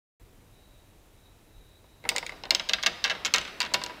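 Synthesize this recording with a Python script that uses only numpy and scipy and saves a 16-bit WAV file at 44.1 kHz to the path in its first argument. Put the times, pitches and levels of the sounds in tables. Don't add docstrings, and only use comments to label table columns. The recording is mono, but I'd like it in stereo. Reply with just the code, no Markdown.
import sys
import numpy as np
from scipy import signal
from scipy.io import wavfile

SR = 44100
rng = np.random.default_rng(int(sys.argv[2]) if len(sys.argv) > 2 else 0)


def to_wav(s):
    ch = np.atleast_2d(s).T
    pcm = np.round(np.clip(ch, -1, 1) * 32767)
    wavfile.write(sys.argv[1], SR, pcm.astype(np.int16))


N = 176400

# (time [s], level [dB], brightness [dB/octave], low knock against the click [dB])
CONTACTS = [ (1.842, -66, -11.5, 16), (2.040, -40, -3, 15), (2.0526, -35.5, -9.5, 7.5),
            (2.0906, -6, 9.5, 7.5), (2.116, -32.5, -6, 15), (2.1520, -41.5, -11.5, 15.5),
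            (2.1625, -12, 5, -1), (2.1715, -24, -2.5, 6), (2.182, -15, 5, 0), (2.228, -31.5, -9.5, 2.5),
            (2.2646, -21.5, 3, -7), (2.2939, -26.5, -3, 1.5), (2.3210, -35.5, -6, 7),
            (2.4364, -28, -2.5, 11), (2.454, -30.5, -4, 10.5), (2.507, -6, 4, 4.5),
            (2.520, -26.5, -3, 10.5), (2.5487, -8.5, 5.5, 5), (2.597, -18, -3, -1), (2.6889, -19.5, 7, -1),
            (2.6943, -13, 3.5, 6.5), (2.71, -31, -5.5, 3), (2.7343, -6.5, 1, -8), (2.7848, -31, -13.5, -17),
            (2.8282, -22, 8.5, 1), (2.8345, -13.5, 1.5, -1.5), (2.862, -6.5, -1, -4),
            (2.8667, -7.5, 2, -9.5), (2.8733, -19, -2, -6), (3.0410, -8.5, 1.5, -18),
            (3.0466, -12.5, -1, -3), (3.052, -19, -3, -4.5), (3.0590, -19, -4, -15),
            (3.067, -25.5, -7, -7.5), (3.0771, -22, -3, -7), (3.098, -15, -3, -4), (3.105, -16.5, -4, -10),
            (3.1123, -19.5, -3.5, 0), (3.118, -30.5, -2, 0), (3.151, -29, -7, -2),
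            (3.249, -13.5, -3.5, -11), (3.2539, -14, 2, 5), (3.261, -14, 3.5, -7), (3.2683, -19.5, -3, -24),
            (3.2782, -26.5, -2.5, -6), (3.3385, -4, 6, 7.5), (3.3449, -8.5, -4, -10), (3.3607, -14, 4, -16),
            (3.3716, -21, -8.5, -7), (3.3827, -14.5, 3, 0), (3.4139, -24, -3, -4), (3.4504, -26.5, -6, -4),
            (3.4774, -27, -6.5, -15), (3.6037, -13.5, 2, 3), (3.6102, -13.5, -1.5, -14),
            (3.6177, -16, 1.5, -11), (3.629, -20.5, -2.5, -6), (3.6378, -26.5, -4, 2),
            (3.6502, -23, -6, -22), (3.6620, -26.5, -4, -1), (3.7165, -46.5, -2, 30),
            (3.7384, -16.5, 6.5, 11), (3.742, -4.5, 2.5, 1), (3.816, -26, -6, -2), (3.8381, -22, 10.5, 23),
            (3.8628, -25.5, 1.5, 7), (3.8965, -35, -9.5, 0.5)]
# (frequency [Hz], level [dB], t60 [s])
GATE_MODES = [(2000, -9.5, 0.056), (2153, -1, 0.021), (2540, -9.5, 0.015), (3834, -7.5, 0.017),
              (4480, -11.5, 0.017), (4910, -14, 0.011), (6980, -13.5, 0.0089), (8620, -16, 0.006),
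              (9600, -22.5, 0.011)]
CHUTE_MODES = [(2070, -7, 0.034), (2806, -4.5, 0.025), (3020, -8, 0.0096), (3610, -11, 0.022),
               (4104, -1, 0.015), (4430, -13, 0.012), (5050, -2.5, 0.011), (5500, -15.5, 0.013),
               (6530, -22.5, 0.011), (6680, -13.5, 0.0075), (7700, -24, 0.02)]
MAZE_MODES = [(1638, -6.5, 0.039), (2113, -7.5, 0.024), (2700, -9, 0.067), (2974, -7, 0.026),
              (3240, -9, 0.019), (3690, -7, 0.032), (4050, -9.5, 0.064), (4510, -9, 0.014),
              (4840, -10, 0.0077), (5670, -12.5, 0.016), (6320, -14, 0.016), (6930, -21.5, 0.0088)]
LEVER_MODES = [(974, -16, 0.1), (1316, -13, 0.073), (1570, -15, 0.032), (2193, -11, 0.048),
               (2606, -12, 0.039), (3180, -7.5, 0.015), (4030, -7, 0.016), (4500, -11.5, 0.0077),
               (4960, -19, 0.011), (5480, -8, 0.0025), (6770, -9.5, 0.0066), (7720, -21.5, 0.014)]
EXIT_MODES = [(974.4, -8, 0.16), (1144, -19, 0.056), (1665, -14, 0.028), (2165, -12, 0.021),
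              (2767, -7, 0.028), (4170, -11, 0.011), (4580, -6, 0.0083), (5700, -10, 0.0014),
              (6980, -14, 0.004)]
# (start [s], mode table, local modes [dB], dense wood ring [dB],
# plank modes [dB], send to the room [dB], extra treble in that send [dB])
STRETCHES = [(0, GATE_MODES, -2, -3, 2, -12, 12.5), (2.40, CHUTE_MODES, -2.5, -3.5, -2, -1, 1.5),
             (2.65, MAZE_MODES, -2.5, -2, 0.5, -0.5, -2), (3.20, LEVER_MODES, -2, -1, -3.5, -2, -0.5),
             (3.55, EXIT_MODES, -1.5, 0, -1, -4, 1.5)]
# (frequency [Hz], band level [dB], t60 [s])
WOOD_RING = [(91, -46, 0.074), (230, -31, 0.023), (480, -30, 0.04), (896, -17.5, 0.014),
             (1490, -12.5, 0.072), (3420, -7.5, 0.034), (4930, -13.5, 0.02), (7240, -24.5, 0.0056),
             (9300, -31.5, 0.021), (14200, -25, 0.012)]
# (frequency [Hz], level [dB], t60 [s])
PLANK_MODES = [(497.3, -25, 0.14), (612, -22.5, 0.035), (773, -24, 0.1), (961.4, -20.5, 0.07)]
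# (time [s], level [dB])
ROLL_LEVEL = [(2.0, -78), (2.06, -46.5), (2.22, -50.5), (2.38, -51), (2.48, -58), (2.9, -51.5),
              (3.3, -48.5), (4.0, -47.5)]
# (frequency [Hz], relative band level [dB])
ROLL_COLOUR = [(90, -15.5), (260, 1), (550, 3), (1000, 0.5), (2200, 5), (4500, -10.5), (9000, -11.5)]
# (frequency [Hz], level [dB], t60 [s])
ROOM_TAIL = [(151, -16.5, 0.18), (487, -19.5, 0.37), (1120, -22.5, 1), (2800, -18, 0.83), (4340, -14, 0.85),
             (7200, -17.5, 0.79), (13000, -17, 0.68)]
# (time [s], level [dB])
RUMBLE_LEVEL = [(.2, -55), (.6, -57.5), (1.45, -59), (1.58, -54.5), (1.75, -59), (2.1, -55), (4.0, -62.5)]
# (frequency [Hz], relative band level [dB])
RUMBLE_COLOUR = [(25, -5), (38, -2.5), (60, -8), (100, -3), (180, -16.5), (400, -12.5), (1500, -44)]
HISS_COLOUR = [(40, -7.5), (120, -4.5), (300, 1), (700, 0.5), (1400, -3), (3000, 1), (5000, -2),
               (8000, 1.5), (11000, -1), (15000, 2.5)]
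# (time [s], level [dB])
WHINE_LEVEL = [(.5, -81), (.54, -67.5), (.78, -69.5), (1.0, -81), (1.2, -75), (1.27, -65), (1.37, -77),
               (1.6, -66.5), (1.78, -66.5), (1.82, -72), (1.88, -69), (2.4, -64.5)]
# (frequency [Hz], side against mid for direct sound [dB],
# the same for diffuse sound [dB], left minus right [dB])
MIC_PAIR = [(100, -44, -10, -2), (587, -32, -11, -2.5), (1900, -14, -4.5, -2.5), (4000, -5, 1, -3.5),
            (7300, -4.5, 0, 1.5), (12900, 0.5, 1, -1)]

CLICK_DB, RING_S, MODE_SCATTER_DB = 15, 0.15, 2
KNOCK_BELOW_HZ, TILT_PIVOT_HZ = 1167, 3520
CONTACT_S, SOFT_CONTACT_S, SOFT_TILT_DB_PER_OCTAVE = 0.00004, 0.001, -1.5
EARLY_DB, EARLY_T60_S, EARLY_DELAY_S = -5, 0.046, 0.0015
ROOM_BUILD_S, ROOM_TREBLE_HZ = 0.0043, 6000
MODES_IN_ROOM = 0.15
WHINE_HZ, WHINE_WIDTH_HZ, HISS_DB = 3860, 200, -60
START_S, OVERLOAD, CUTOFF_HZ = 0.198, 0.8, 16800

EDGES_HZ = 22 * 2 ** np.arange(0, 9.6, .5)
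CENTRES_HZ = np.sqrt(EDGES_HZ[1:] * EDGES_HZ[:-1])
BANK = [signal.butter(2, pair, "band", fs=SR, output="sos") for pair in zip(EDGES_HZ, EDGES_HZ[1:])]


def knocks():
    size = int(RING_S * SR)
    t = np.arange(size) / SR
    treble = signal.butter(1, ROOM_TREBLE_HZ, "high", fs=SR, output="sos")
    direct, sent = np.zeros((2, 2, N + size))
    for (onset_s, db, tilt_db, knock_db), wood in zip(CONTACTS, wood_rings(t)):
        stretch = [row for row in STRETCHES if row[0] <= onset_s][-1]
        _, modes, modes_db, wood_db, plank_db, room_db, treble_db = stretch
        plank = from_db(plank_db) * mode_ring(t, modes=PLANK_MODES, tilt_db=tilt_db, knock_db=knock_db)
        board = from_db(wood_db) * wood + plank
        local = from_db(modes_db) * mode_ring(t, modes, tilt_db, knock_db)
        spread = board + MODES_IN_ROOM * local
        spread = spread + (from_db(treble_db) - 1) * signal.sosfilt(treble, spread)
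        start = int(onset_s * SR)
        direct[:, start:start + size] += from_db(CLICK_DB + db) * (board + local)
        sent[:, start:start + size] += from_db(CLICK_DB + db + room_db) * spread
    return direct[:, :N], sent[:, :N]


def wood_rings(t):
    _, _, tilt_db, knock_db = np.transpose(CONTACTS)
    softness = np.clip(tilt_db / SOFT_TILT_DB_PER_OCTAVE - 0.5, 0, 2)[:, None, None]
    attack = 1 - np.exp(-t / (CONTACT_S + softness * SOFT_CONTACT_S))
    bursts = rng.standard_normal((2, len(CONTACTS), 2, len(t))) * attack
    rings = 0
    for k, (hz, sos) in enumerate(zip(CENTRES_HZ, BANK)):
        if hz > WOOD_RING[0][0] / 2:
            decay = fade(t, t60=at_hz(WOOD_RING, hz, column=2))
            band = stereo(signal.sosfilt(sos, bursts[k % 2] * decay + 1e-18), hz)
            gain = from_db(at_hz(WOOD_RING, hz)) * strike_gain(hz, tilt_db, knock_db)
            rings = rings + band * gain[:, None, None]
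    return rings


def mode_ring(t, modes, tilt_db, knock_db):
    rings = 0
    for hz, db, t60 in modes:
        strength, sign, side, shift = rng.standard_normal(4)
        width_hz = np.log(1000) / (np.pi * t60)
        phase = 2 * np.pi * (hz + width_hz * np.tanh(shift)) * t
        attack = 1 - np.exp(-t / (CONTACT_S + .5 / hz))
        mid_side = np.array([np.sin(phase), np.sign(side) * np.cos(phase)]) * attack * fade(t, t60)
        gain = from_db(db + MODE_SCATTER_DB * strength) * strike_gain(hz, tilt_db, knock_db)
        rings = rings + np.sign(sign) * gain * stereo(mid_side, hz)
    return rings


def strike_gain(hz, tilt_db, knock_db):
    octaves = np.log2(np.clip(hz, KNOCK_BELOW_HZ, 2 * TILT_PIVOT_HZ) / TILT_PIVOT_HZ)
    return from_db(tilt_db * octaves + knock_db / (1 + (hz / KNOCK_BELOW_HZ) ** 4))


def ball_roll():
    return level(ROLL_LEVEL) * coloured_noise(ROLL_COLOUR)


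def room(sent):
    t = np.arange(SR) / SR
    white = rng.standard_normal((2, 2, SR))
    early_envelope = fade(t, EARLY_T60_S) * (t > EARLY_DELAY_S)
    build_up = 1 - np.exp(-t / ROOM_BUILD_S)
    response = 0
    for k, (hz, sos) in enumerate(zip(CENTRES_HZ, BANK)):
        tail_envelope = build_up * fade(t, t60=at_hz(ROOM_TAIL, hz, column=2))
        tail = stereo(signal.sosfilt(sos, white[k % 2] * tail_envelope), hz, diffuse=True)
        early = stereo(signal.sosfilt(sos, white[k % 2] * early_envelope + 1e-18), hz)
        response = response + from_db(at_hz(ROOM_TAIL, hz)) * tail
        response = response + from_db(EARLY_DB) * np.sqrt(hz / SR) * early
    return signal.fftconvolve(sent.mean(axis=0, keepdims=True), response, axes=1)[:, :N]


def background():
    edges_hz = [WHINE_HZ - WHINE_WIDTH_HZ / 2, WHINE_HZ + WHINE_WIDTH_HZ / 2]
    narrow = signal.butter(2, edges_hz, "band", fs=SR, output="sos")
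    whine_band = signal.sosfilt(narrow, rng.standard_normal((2, N)))
    whine = level(WHINE_LEVEL) * stereo(whine_band, WHINE_HZ) * np.sqrt(N)
    rumble = level(RUMBLE_LEVEL) * coloured_noise(RUMBLE_COLOUR)
    hiss = from_db(HISS_DB) * coloured_noise(HISS_COLOUR)
    return rumble + whine + hiss


def coloured_noise(colour):
    white = rng.standard_normal((2, 2, N))
    noise = 0
    for k, (hz, sos) in enumerate(zip(CENTRES_HZ, BANK)):
        band = stereo(signal.sosfilt(sos, white[k % 2]), hz, diffuse=True)
        noise = noise + from_db(at_hz(colour, hz)) * band
    return unit_energy(noise) * np.sqrt(N)


def stereo(mid_side, hz, diffuse=False):
    balanced = mid_side / (np.linalg.norm(mid_side, axis=-1, keepdims=True) + 1e-20)
    mid, side = np.split(balanced, 2, axis=-2)
    width = from_db(at_hz(MIC_PAIR, hz, column=2 if diffuse else 1))
    left_right = np.array([[1], [-1]])
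    pan = from_db(left_right * at_hz(MIC_PAIR, hz, column=3) / 2)
    return unit_energy((mid + width * left_right * side) * pan)


def unit_energy(x):
    energy = np.sum(x ** 2, axis=-1, keepdims=True)
    return x / np.sqrt(energy.mean(axis=-2, keepdims=True) + 1e-20)


def fade(t, t60):
    return np.exp(-np.log(1000) * t / max(t60, 1e-3))


def level(curve):
    return from_db(np.interp(np.arange(N) / SR, *np.transpose(curve)))


def at_hz(table, hz, column=1):
    table = np.array(table)
    return np.interp(np.log(hz), np.log(table[:, 0]), table[:, column])


def from_db(db):
    return 10 ** (np.asarray(db) / 20)


def scene():
    direct, sent = knocks()
    return direct + room(sent) + ball_roll() + background()


def record(dry):
    mics_open = np.arange(N) >= START_S * SR
    rounded = OVERLOAD * np.tanh(dry / OVERLOAD)
    low_pass = signal.cheby2(12, 70, CUTOFF_HZ, fs=SR, output="sos")
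    return signal.sosfilt(low_pass, rounded * mics_open)


dry = scene()
out = record(dry)
to_wav(out)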